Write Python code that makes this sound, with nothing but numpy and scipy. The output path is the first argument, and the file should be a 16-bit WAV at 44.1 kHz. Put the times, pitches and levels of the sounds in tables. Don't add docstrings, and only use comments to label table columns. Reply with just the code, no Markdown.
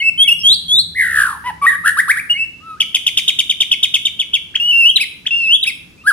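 import sys
import numpy as np
from scipy import signal
from scipy.fft import rfft, irfft, next_fast_len
from scipy.io import wavfile
from scipy.ndimage import uniform_filter1d, minimum_filter1d

SR = 44100
rng = np.random.default_rng(int(sys.argv[2]) if len(sys.argv) > 2 else 0)


def transcribe(signal):
    frames = np.atleast_2d(signal).T
    limited = np.clip(frames, -1, 1)
    pcm = np.round(limited * 32767).astype(np.int16)
    wavfile.write(sys.argv[1], SR, pcm)


def field_ratio(decibels):
    return 10 ** (np.asarray(decibels, dtype=float) / 20)


N = 269892

# f/Hz, gain/dB
CHIP_THROAT = [(1500, -21), (2150, -16), (2500, -12), (2880, 0), (3600, 2)]


def evened(x):
    return x / np.sqrt(np.mean(x ** 2) + 1e-20)


def read(points, hz):
    f, value = np.transpose(points)
    return np.interp(np.log(hz + 1), np.log(f + 1), value)


def columns(rows):
    s, *rest = np.transpose(rows)
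    t = np.arange(s[0], s[-1], 1 / SR)
    return [max(s[0], 0)] + [np.interp(t, s, c) for c in rest]


def sing(mix, start_s, hz, db, throb_db, overtones):
    # f/Hz, gain/dB
    overtone_colour = [(2000, -4), (2900, 4.5), (4000, 1.5), (6200, -11), (8200, -0.5), (10000, 10),
                       (12000, -10), (15000, -13)]
    breath_db, rasp_share = -48.5, 0.33
    slew_air_db, slew_hz_per_s, edge_s = 31, 278000, 0.003
    second_db, third_db, high_db = overtones

    jitter, rough, air = rng.standard_normal((len(hz), 3)).T
    jittered_hz = hz * (1 + 0.039 * uniform_filter1d(jitter, 90))
    phase = 2 * np.pi * np.cumsum(jittered_hz) / SR
    slew = np.tanh(uniform_filter1d(abs(np.gradient(hz)) * SR, 400) / slew_hz_per_s)

    breath = field_ratio(breath_db + slew_air_db * slew) * uniform_filter1d(air, size=3)
    note = field_ratio(-throb_db) * (np.sin(phase) + breath)
    rasp = 1 - slew + (rasp_share + slew) * evened(uniform_filter1d(rough, 20))
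    for k, over_db in enumerate([second_db, third_db] + [high_db] * 12, start=2):
        below_nyquist = k * hz < SR / 2
        gain = field_ratio(over_db + read(overtone_colour, k * hz)) * below_nyquist
        note += rasp * gain * np.sin(k * phase + k * k)

    i = np.arange(len(hz))
    edge = np.minimum(np.minimum(i, i[::-1]) / (edge_s * SR), 1)
    note = field_ratio(db) * np.sin(np.pi / 2 * edge) ** 2 * note
    part = mix[round(start_s * SR):][:len(hz)]
    part += note[:len(part)]


def whistles():
    # overtones (second, third, higher)/dB re note before colour; rows t/s, f/Hz, level/dB
    whistle_rows = [
        [(-19.5, -24, -24), [(.268, 3360, -39), (.28, 2924, -3), (.292, 2627, -3.5), (.31, 2796, -10.5),
         (.327, 2853, 1), (.348, 2850, -53.5)]],
        [(0, -18, -32), [(1.438, 932, -32.5), (1.47, 1012, -17.5), (1.495, 965, -19.5), (1.51, 800, -23.5)]],
        [(-13.5, -45, -34), [(1.614, 1135, -27), (1.625, 1149, -11), (1.655, 1129, -7), (1.665, 1324, -9)]],
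        [(-21, -31, -40.5), [(2.6, 1168, -54), (2.63, 1275, -40), (2.67, 1328, -30), (2.71, 1298, -24),
         (2.758, 1232, -35), (2.795, 1827, -54)]],
        [(-21.5, -32.5, -31), [(4.598, 2770, -10), (4.65, 2900, -12), (4.712, 2957, -6), (4.722, 2725, -9.5),
         (4.8, 2776, -5.5), (4.845, 2604, -6.5), (4.866, 2925, 0.5), (4.882, 2917, -3.5), (4.89, 3090, -9),
         (4.906, 3260, 2)]],
        [(-22, -33, -38), [(5.306, 2710, -11), (5.385, 2805, -10.5), (5.41, 2722, -12), (5.47, 2595, -12.5),
         (5.51, 2780, -6.5), (5.53, 3117, -4.5), (5.548, 3394, 1), (5.56, 3560, -11), (5.57, 3110, -9)]],
        [(-31, -22.5, -26.5), [(6.037, 1187, -43), (6.06, 1323, -26), (6.08, 1677, 1.5), (6.1, 1615, -4),
         (6.119, 1180, -17)]],
    ]
    out = np.zeros(N)
    for overtones, rows in whistle_rows:
        start_s, hz, db = columns(rows)
        sing(out, start_s, uniform_filter1d(hz, 120, mode="nearest"), db, 0, overtones)
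    return out


def rolls():
    # (full swing/share of pitch, full throb/dB, time to reach them/s);
    # rows t/s, centre f/Hz, peak level/dB, warble rate/Hz
    roll_rows = [ ((0.19, 21.2, .17), [(.946, 1650, -34, 76), (.962, 2060, -19, 77), (1.0, 1969, -5, 77),
                 (1.04, 1759, -6, 67.9), (1.09, 1644, -11, 59.5), (1.13, 1556, -10, 70.8),
                 (1.19, 1469, 0, 68.2), (1.24, 1384, -5, 55), (1.3, 1090, -14, 54.7), (1.335, 950, -20, 46),
                 (1.38, 780, -34, 42)]), ((0.079, 15, 0.046), [(1.665, 1827, 9, 109),
                 (1.685, 1957, -1.5, 72), (1.71, 1683, -13, 62), (1.76, 1547, -15.5, 48)]),
                 ((0.14, 18.6, .012), [(1.837, 1130, -29.5, 76), (1.855, 1453, -5.5, 86),
                 (1.88, 1575, 7.5, 84), (1.918, 1595, -19, 93)]), ]
    pure_s = 0.012
    out = np.zeros(N)
    for (swing, throb_db, onset_s), rows in roll_rows:
        start_s, hz, db, rate_hz = columns(rows)
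        t = np.arange(len(hz)) / SR
        grown = np.clip((t - pure_s) / onset_s, 0, 1)
        warble = np.cos(2 * np.pi * np.cumsum(rate_hz) / SR)
        warbled_hz = hz * (1 + swing * grown ** .5 * warble)
        throb = throb_db * grown * (1 - warble) / 2
        sing(out, start_s, warbled_hz, db, throb, (-29.5, -35, -28.5))
    return out


def chips():
    # crest t/s, level before throat/dB, crest f/Hz, fall time/s, warble period/s
    chip_rows = [(2.809, -2, 3410, 0.024, 0.0093), (2.951, -2, 3517, 0.023, 0.0078),
                 (3.071, -2.5, 3523, 0.024, 0.0082), (3.178, -0.5, 3657, 0.021, 0.0077),
                 (3.285, -2, 3740, 0.024, 0.0087), (3.394, -3, 3684, 0.023, 0.0091),
                 (3.502, -5.5, 3640, .027, .0105), (3.611, -3, 3644, 0.026, 0.0098),
                 (3.721, -1.5, 3460, 0.028, 0.0084), (3.836, -3, 3734, 0.025, 0.0089),
                 (3.947, -1.5, 3550, 0.026, 0.0079), (4.059, -6.5, 3690, 0.028, 0.012),
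                 (4.202, -8, 3547, 0.033, 0.007), (4.344, -4.5, 3480, 0.033, 0.0086)]
    usual_fall_s, laziness, rise_share = 0.027, 1.3, 0.46
    climb_hz, dip_hz, end_hz = 1800, 800, 2190
    rise_db, throb_db, dull_db = 24, 9, 14
    out = np.zeros(N)
    for crest_s, db, crest_hz, fall_s, period_s in chip_rows:
        rise_s = rise_share * fall_s
        keen = (usual_fall_s / fall_s) ** laziness
        t = np.arange(-rise_s, fall_s, 1 / SR)
        up, down = np.maximum(-t / rise_s, 0), np.maximum(t / fall_s, 0)
        warble = np.sin(np.pi * t / period_s) ** 2 * (1 - down) * (t > 0)
        climb = climb_hz * keen * up ** 1.5
        fall = (crest_hz - end_hz) * np.sin(np.pi / 2 * down) ** 2
        hz = crest_hz - climb - fall - dip_hz * keen * warble
        level_db = db + read(CHIP_THROAT, hz) - rise_db * up ** 2
        overtones = np.array((-12.5, -30, -30.5)) - dull_db * (1 - keen)
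        sing(out, crest_s - rise_s, hz, level_db, throb_db * warble, overtones)
    return out


def plain_notes():
    # start t/s, length/s, from f/Hz, to f/Hz, peak level/dB, crest position/share of length
    plain_rows = [(0, 0.031, 2110, 2222, -9.5, 0.95), (0, 0.019, 2990, 2850, -16.5, 0.21),
                  (0.017, 0.083, 2623, 2664, -5, 0.98), (0.175, .068, 3045, 3406, -0.5, 0.78),
                  (0.233, 0.042, 2087, 2300, -21, 1), (2.295, 0.04, 2820, 2944, -4.5, 0.31),
                  (2.336, .048, 2048, 2310, -17.5, 0.67), (2.371, .081, 2596, 2702, -11.5, 0.57)]
    fade_in_db, fade_out_db = 19.5, 9.5
    out = np.zeros(N)
    for start_s, length_s, from_hz, to_hz, db, crest in plain_rows:
        u = np.arange(0, length_s, 1 / SR) / length_s
        crest = np.clip(crest, .05, .95)
        swell_db = fade_in_db * (1 - u / crest) ** 2
        dying_db = fade_out_db * ((u - crest) / (1 - crest)) ** 2
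        fade_db = np.where(u < crest, swell_db, dying_db)
        hz = from_hz + (to_hz - from_hz) * u
        sing(out, max(start_s, 0), hz, db - fade_db, 0, (-25.5, -28, -38))
    return out


def glide(rows, bend, in_db, in_share, overtones):
    # f/Hz, gain/dB
    glide_throat = [(1000, -12), (1480, -13), (1620, .5), (2000, -3), (2130, -9), (2300, -1), (3300, .5),
                    (3700, -5), (4100, 1.5), (4230, -9), (4500, -11)]
    out = np.zeros(N)
    for start_s, length_s, from_hz, to_hz, db in rows:
        u = np.arange(0, length_s, 1 / SR) / length_s
        hz = from_hz + (to_hz - from_hz) * u ** bend
        swell_db = in_db * np.maximum(1 - u / in_share, 0) ** 2
        sing(out, start_s, hz, db + read(glide_throat, hz) - swell_db, 0, overtones)
    return out


def swoops_and_sweeps():
    # start t/s, length/s, from f/Hz, to f/Hz, level before throat/dB
    swoops = [(.432, .12, 3147, 4660, -0.5), (.68, 0.14, 3326, 4454, -3.5)]
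    # start t/s, length/s, from f/Hz, to f/Hz, level before throat/dB
    sweeps = [(1.966, .041, 1052, 2060, -1), (2.078, .042, 1034, 2372, 0), (2.153, .05, 1147, 2474, -12.5)]
    return (glide(swoops, bend=2.2, in_db=19, in_share=0.46, overtones=(-16.5, -28.5, -31))
            + glide(sweeps, bend=1.1, in_db=15, in_share=0.29, overtones=(-26.5, -22.5, -22)))


def arch(rows, shape, overtones):
    rise_s, fall_s, start_ratio, end_ratio, in_db, out_db = shape
    bend = 1.5
    out = np.zeros(N)
    t = np.arange(-rise_s, fall_s, 1 / SR)
    up, down = np.maximum(-t / rise_s, 0), np.maximum(t / fall_s, 0)
    climb = (1 - start_ratio) * np.sin(np.pi / 2 * up) ** bend
    fall = (1 - end_ratio) * np.sin(np.pi / 2 * down) ** bend
    for crest_s, crest_hz, db in rows:
        hz = crest_hz * (1 - climb - fall)
        level_db = db + read(CHIP_THROAT, hz) - in_db * up ** 2 - out_db * down ** 2
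        smooth_hz = uniform_filter1d(hz, size=120, mode="nearest")
        sing(out, crest_s - rise_s, smooth_hz, level_db, 0, overtones)
    return out


def flicks_drops_hooks():
    # crest t/s, crest f/Hz, level before throat/dB
    flicks = [(4.561, 3383, -6), (5.273, 3530, -9)]
    # crest t/s, crest f/Hz, level before throat/dB
    drops = [(4.964, 3992, -3.5), (5.633, 3830, -9)]
    # crest t/s, crest f/Hz, level before throat/dB
    hooks = [(5.015, 2633, -0.23), (5.679, 2690, -2)]
    return (arch(flicks, (.02, 0.0093, .45, 0.38, 6.7, 1.4), (-15, -42.5, -45.5))
            + arch(drops, (0.0071, 0.029, 1, 0.39, 9.6, 14), (-20.5, -23.5, -36.5))
            + arch(hooks, (0.018, 0.031, .83, .78, 2.7, 3.8), (-10, -16, -21)))


def bird():
    return plain_notes() + whistles() + rolls() + chips() + swoops_and_sweeps() + flicks_drops_hooks()


def ports(x):
    right_lag_s, side_db = 7.2e-5, 0.5
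    size = next_fast_len(N)
    delay = np.exp(-2j * np.pi * np.fft.rfftfreq(size, 1 / SR) * right_lag_s)
    late = irfft(rfft(x, size) * delay, size)[:N]
    return np.array([field_ratio(side_db) * x, field_ratio(-side_db) * late])


def room(x):
    # t/s, left level/dB, right level/dB
    near_echoes = [(.002, -30, -24), (.0095, -20, -18), (0.0142, -15, -17)]
    # f/Hz, t60/s
    decay = [(800, 0.56), (2000, 0.58), (4000, 0.46), (8000, 0.34), (14000, 0.78)]
    tail_db = -9.5
    taps = np.zeros((2, SR))
    at = np.arange(500, SR - 20, 20) + rng.integers(0, 20, (2, (SR - 501) // 20))
    np.put_along_axis(taps, at, rng.choice([-1., 1.], at.shape), 1)
    hz, t, z = signal.stft(taps, SR, nperseg=256)
    decay_db = -60 * t / read(decay, hz)[:, None]
    tail = signal.istft(z * field_ratio(decay_db), SR, nperseg=256)[1]
    tail *= field_ratio(tail_db) / np.linalg.norm(tail[0])
    for s, *db in near_echoes:
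        tail[:, round(s * SR)] += field_ratio(db)
    return signal.fftconvolve(x[None], tail, axes=1)[:, :N]


def far_birds():
    # t/s, f/Hz, level/dB
    far_calls = [
        [(.385, 5180, -38), (.42, 5480, -21.5), (.455, 5440, -67)],
        [(5.36, 4820, -47), (5.42, 4390, -42.5), (5.48, 3380, -37)],
        [(5.975, 2370, -47), (6.03, 2780, -39.5)],
    ]
    out = np.zeros(N)
    for rows in far_calls:
        sing(out, *columns(rows), 0, (-99, -99, -99))
    return out


def resonate(x, hz, width_hz):
    turn = np.exp(2j * np.pi * hz * np.arange(len(x)) / SR)
    r = np.exp(-np.pi * width_hz / SR)
    return 2 * (turn * signal.lfilter([1 - r], [1, -r], x / turn)).real


def engine_drone():
    # f/Hz, width of each pass/Hz, relative level/dB
    modes = [(70.5, 1.9, -1), (97.5, 8.7, 0), (167.1, 10.6, 3.5)]
    # t/s, level/dB
    passing = [(0, -55), (0.399, -45), (1.5, -43.5), (2.25, -50.5), (2.398, -58), (6.12, -59.5)]
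    noise = rng.standard_normal(N)
    drone = np.zeros(N)
    for hz, width_hz, db in modes:
        tone = resonate(resonate(noise, hz, width_hz), hz, width_hz)
        drone += field_ratio(db) * evened(tone)
    return evened(drone) * field_ratio(np.interp(np.arange(N) / SR, *np.transpose(passing)))


def rumble_and_hiss():
    # f/Hz, level/dB per Hz
    density = [(25, -31.5), (60, -4), (250, -5), (700, -23), (2000, -23.5), (5000, -25), (15500, -41.5)]
    # f/Hz, correlation
    likeness = [(50, 0.58), (150, 0.81), (400, 0.32), (2000, 0.18)]
    floor_db = -47.5
    frames, hz = N // 512 + 5, np.fft.rfftfreq(2048, 1 / SR)
    a, b, c, d = rng.standard_normal((frames, 1025, 4)).T
    same = np.clip(read(likeness, hz), -1, 1)[:, None]
    left, other = a + 1j * b, c + 1j * d
    right = same * left + np.sqrt(1 - same ** 2) * other
    z = np.array([left, right]) * field_ratio(read(density, hz))[:, None]
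    noise = signal.istft(z, nperseg=2048, noverlap=1536)[1][:, :N]
    return field_ratio(floor_db) * evened(noise)


def scene():
    song = bird() + far_birds()
    return ports(song) + room(song) + rumble_and_hiss() + engine_drone()


def top_cut(x):
    return signal.sosfilt(signal.butter(12, 15620, fs=SR, output="sos"), x)


def record(dry):
    peak = -minimum_filter1d(-abs(dry).max(0), size=128)
    crest = uniform_filter1d(peak, size=128)
    held = dry / np.maximum(crest / .98, 1)
    return top_cut(np.clip(held, -1, 1))


dry = scene()
out = record(dry)
transcribe(out)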